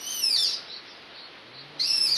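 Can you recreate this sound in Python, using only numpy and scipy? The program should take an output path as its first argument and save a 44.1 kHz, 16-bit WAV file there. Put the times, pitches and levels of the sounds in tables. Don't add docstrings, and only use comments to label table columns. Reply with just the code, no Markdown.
import sys
import numpy as np
from scipy import signal
from scipy.fft import rfft, irfft
from scipy.io import wavfile
from scipy.ndimage import uniform_filter1d, minimum_filter1d

SR = 44100
rng = np.random.default_rng(int(sys.argv[2]) if len(sys.argv) > 2 else 0)


def boost(x):
    u = np.asarray(x, float) / 20
    return 10 ** u


def dump_mix(stems):
    frames = np.atleast_2d(stems).T
    limited = np.clip(frames, -1, 1)
    pcm = np.round(limited * 32767).astype(np.int16)
    wavfile.write(sys.argv[1], SR, pcm)


N = 95961


def walk(rate_hz):
    size = max(int(SR / rate_hz), 1)
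    wander = uniform_filter1d(uniform_filter1d(rng.standard_normal(N), size), size)
    return wander / wander.std()


def colour(x, outline):
    hz, gain_db = np.array(outline, float).T
    bin_hz = np.maximum(np.fft.rfftfreq(N, 1 / SR), 1)
    return irfft(rfft(x) * boost(np.interp(np.log(bin_hz), np.log(hz), gain_db)), N)


def cries(t):
    # time in seconds, pitch in Hz.
    wail_pitch = [
        (0, 2930),
        (.075, 2990),
        (.115, 3110),
        (.15, 3020),
        (.2, 2950),
        (.228, 2710),
        (.262, 2610),
        (.293, 2580),
        (.308, 2390),
                  (.356, 2240),
        (.372, 1820),
        (.425, 1730),
        (.47, 1390),
        (.495, 1330),
        (.53, 1040),
        (.56, 900),
    ]
    # time in seconds, pitch in Hz.
    waver_pitch = [
        (1.79, 1930),
        (1.878, 2830),
        (1.91, 2540),
        (1.95, 2800),
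        (1.98, 2620),
        (2.052, 2640),
        (2.085, 2200),
        (2.13, 2480),
        (2.175, 1700),
    ]
    # time in seconds, effort in dB, hoarseness 0-1.
    wail_effort = [
        (0, -30.5, 0.3),
        (.12, -20, 0.29),
        (.2, -20.5, 0.14),
        (0.269, -24.5, 0.1),
        (0.357, -22, 0.25),
        (0.412, -25.5, 0.01),
        (.47, -27, 0.51),
        (0.533, -26, 0.49),
        (.565, -52, 0.9),
    ]
    # time in seconds, effort in dB, hoarseness 0-1.
    push_effort = [
        (1.775, -92, 0.65),
        (1.788, -44, 0.9),
        (1.798, -22.5, 0.63),
        (1.835, -22, 0.29),
        (1.9, -20, 0.35),
        (1.971, -21.5, 0.32),
        (2.042, -22.5, 0.11),
        (2.091, -23, 0.39),
        (2.175, -26.5, 0.2),
    ]
    # frequency in Hz, gain in dB.
    throat_colour = [(1900, -27), (2800, -18.5), (3600, -8), (4500, 0.5), (5600, -6), (7200, -24.5),
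                     (10500, -13), (13000, -20)]

    pitch = np.array(wail_pitch + waver_pitch)
    effort = np.array(wail_effort + push_effort)
    glide_s = .012
    hz = uniform_filter1d(np.interp(t, *pitch.T), int(glide_s * SR))
    hoarse = np.clip(np.interp(t, effort[:, 0], effort[:, 2]), 0, 1)
    jitter = .045 * hoarse * walk(350)
    wobble = .007 * walk(41.8)
    phase = 2 * np.pi * np.cumsum(hz * (1 + jitter + wobble)) / SR

    opens_s, opening_s, shut_db, veil_db = 1.8, .07, -14, -21
    shut = (t > 1) * np.clip(1 - (t - opens_s) / opening_s, 0, 1)
    muffle_db = veil_db * hoarse + shut_db * shut
    stack = 0
    for k in range(1, 15):
        fade_db = -1.5 * max(k - 4, 0)
        treble = np.clip(k * hz / 2500 - 2, 0, 1)
        gain = boost(fade_db + 3 * walk(60) + muffle_db * treble)
        stack = stack + gain * np.sin(k * phase) * (k * hz < .4 * SR)

    halves = sum(np.sin((k + .5) * phase) for k in range(1, 4))
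    shimmer_db = 7 * hoarse * walk(196)
    stack = (stack + boost(-8) * hoarse ** 2 * halves) * boost(shimmer_db)
    breath_filter = signal.butter(1, 6500, fs=SR)
    breath = boost(1) * hoarse * signal.lfilter(*breath_filter, rng.standard_normal(N))
    return colour((stack + breath) * boost(np.interp(t, effort[:, 0], effort[:, 1])), throat_colour)


def scatter(x, t60_s, band_hz):
    t = np.arange(SR) / SR
    build_up = np.minimum(t / 0.0051, 1)
    tail = rng.standard_normal(SR) * boost(-60 * t / t60_s) * build_up
    tail = tail / np.sqrt(np.sum(tail ** 2))
    tail = signal.sosfilt(signal.butter(1, band_hz, "band", fs=SR, output="sos"), tail)
    return signal.fftconvolve(x, tail)[:N]


def answers(t):
    # start in seconds, length in seconds, start pitch in Hz, end pitch in Hz, level in dB.
    far_calls = [
        (.66, .13, 3300, 4200, -37),
        (.66, .07, 5200, 5300, -48),
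        (.85, .07, 5450, 5300, -47),
        (1.13, .14, 4050, 4200, -43),
        (1.52, .11, 4100, 4200, -43),
        (.12, .08, 1350, 1320, -53),
        (.55, .07, 1370, 1330, -51),
    ]
    rise_part, jitter = .4, .06
    calls, shake = 0, walk(300)
    for start_s, length_s, from_hz, to_hz, call_db in far_calls:
        u = np.clip((t - start_s) / length_s, 0, 1)
        hz = from_hz + (to_hz - from_hz) * np.minimum(u / rise_part, 1)
        phase = 2 * np.pi * np.cumsum(hz * (1 + jitter * shake)) / SR
        swell = np.sqrt(np.sin(np.pi * u) + 1e-9)
        calls = calls + boost(call_db) * swell * np.sin(phase)
    return boost(0.8) * scatter(calls, 0.17, (500, 9000))


def engine(t):
    # time in seconds, firing rate in Hz, level in dB.
    revs = [
        (1.35, 108, -72),
        (1.45, 113, -64),
        (1.58, 134, -57),
        (1.7, 147, -56),
        (1.85, 148, -58),
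        (1.95, 145, -66),
        (2.17, 150, -60),
    ]
    orders_db = [0, -5, -9, -14]
    time_s, firing_hz, rev_db = np.array(revs).T
    hz = np.interp(t, time_s, firing_hz) * (1 + 0.0088 * walk(20.42))
    phase = 2 * np.pi * np.cumsum(hz) / SR
    tone = sum(boost(db + 1.5 * walk(10)) * np.sin((k + 1) * phase) for k, db in enumerate(orders_db))
    return np.sqrt(2) * tone * boost(np.interp(t, time_s, rev_db, left=-90))


def air(t):
    # frequency in Hz, density in dB per Hz.
    air_colour = [(25, -26), (90, -15), (350, -5), (900, -8.5), (4300, -8.5), (5600, -23.5), (7400, -45),
                  (10500, -37), (12600, -43)]
    # time in seconds, gain in dB.
    breeze = [
        (0, 2),
        (.5, 4),
        (.9, 0.5),
        (1.7, 1),
        (2.17, 5),
    ]
    hz, hiss = np.fft.rfftfreq(N, 1 / SR), 0
    swell_db = .4 * walk(4.5)
    for centre_hz in 30 * 2. ** np.arange(10):
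        band = np.clip(1 - np.abs(np.log2((hz + 1) / centre_hz)), 0, 1) ** .5
        noise = irfft(rfft(rng.standard_normal(N)) * band, N)
        hiss = hiss + noise * boost(swell_db + .8 * walk(21))
    hiss = colour(hiss, air_colour)
    hiss = hiss * boost(-48) / np.sqrt(np.mean(hiss ** 2))
    return hiss * boost(np.interp(t, *np.array(breeze).T))


def scene():
    t = np.arange(N) / SR
    voice = cries(t)
    roof = boost(3) * scatter(voice, 0.24, (3290, 9720))
    trees = boost(-15.5) * scatter(voice, 1, (3330, 5200))
    end_s = 2.176
    fade_out = np.clip((end_s - t) / 0.0015, 0, 1)
    return ((voice + roof + trees + answers(t) + engine(t) + air(t)) * fade_out)[None]


def masking(x):
    from_hz, reach_hz, mask_db = 5600, 2600, -30
    top_hz, top_db = 11700, -36
    hz, _, z = signal.stft(x, SR, nperseg=1024)
    band = uniform_filter1d(uniform_filter1d(np.abs(z) ** 2, size=9, axis=0), size=3, axis=1)
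    reach = int(reach_hz / hz[1])
    loudest = -minimum_filter1d(-band, reach, axis=0, origin=(reach - 1) // 2)
    keep = (band > loudest * boost(2 * mask_db)) | (hz[:, None] < from_hz)
    keep &= (hz[:, None] < top_hz) | (band > band.max(axis=0) * boost(2 * top_db))
    return signal.istft(z * keep, SR, nperseg=1024)[1][:N]


def band_limit(x):
    return signal.sosfilt(signal.butter(12, 12690, fs=SR, output="sos"), x)


def record(dry):
    mix = masking(dry[0])[None]
    return band_limit(mix)


dry = scene()
out = record(dry)
dump_mix(out)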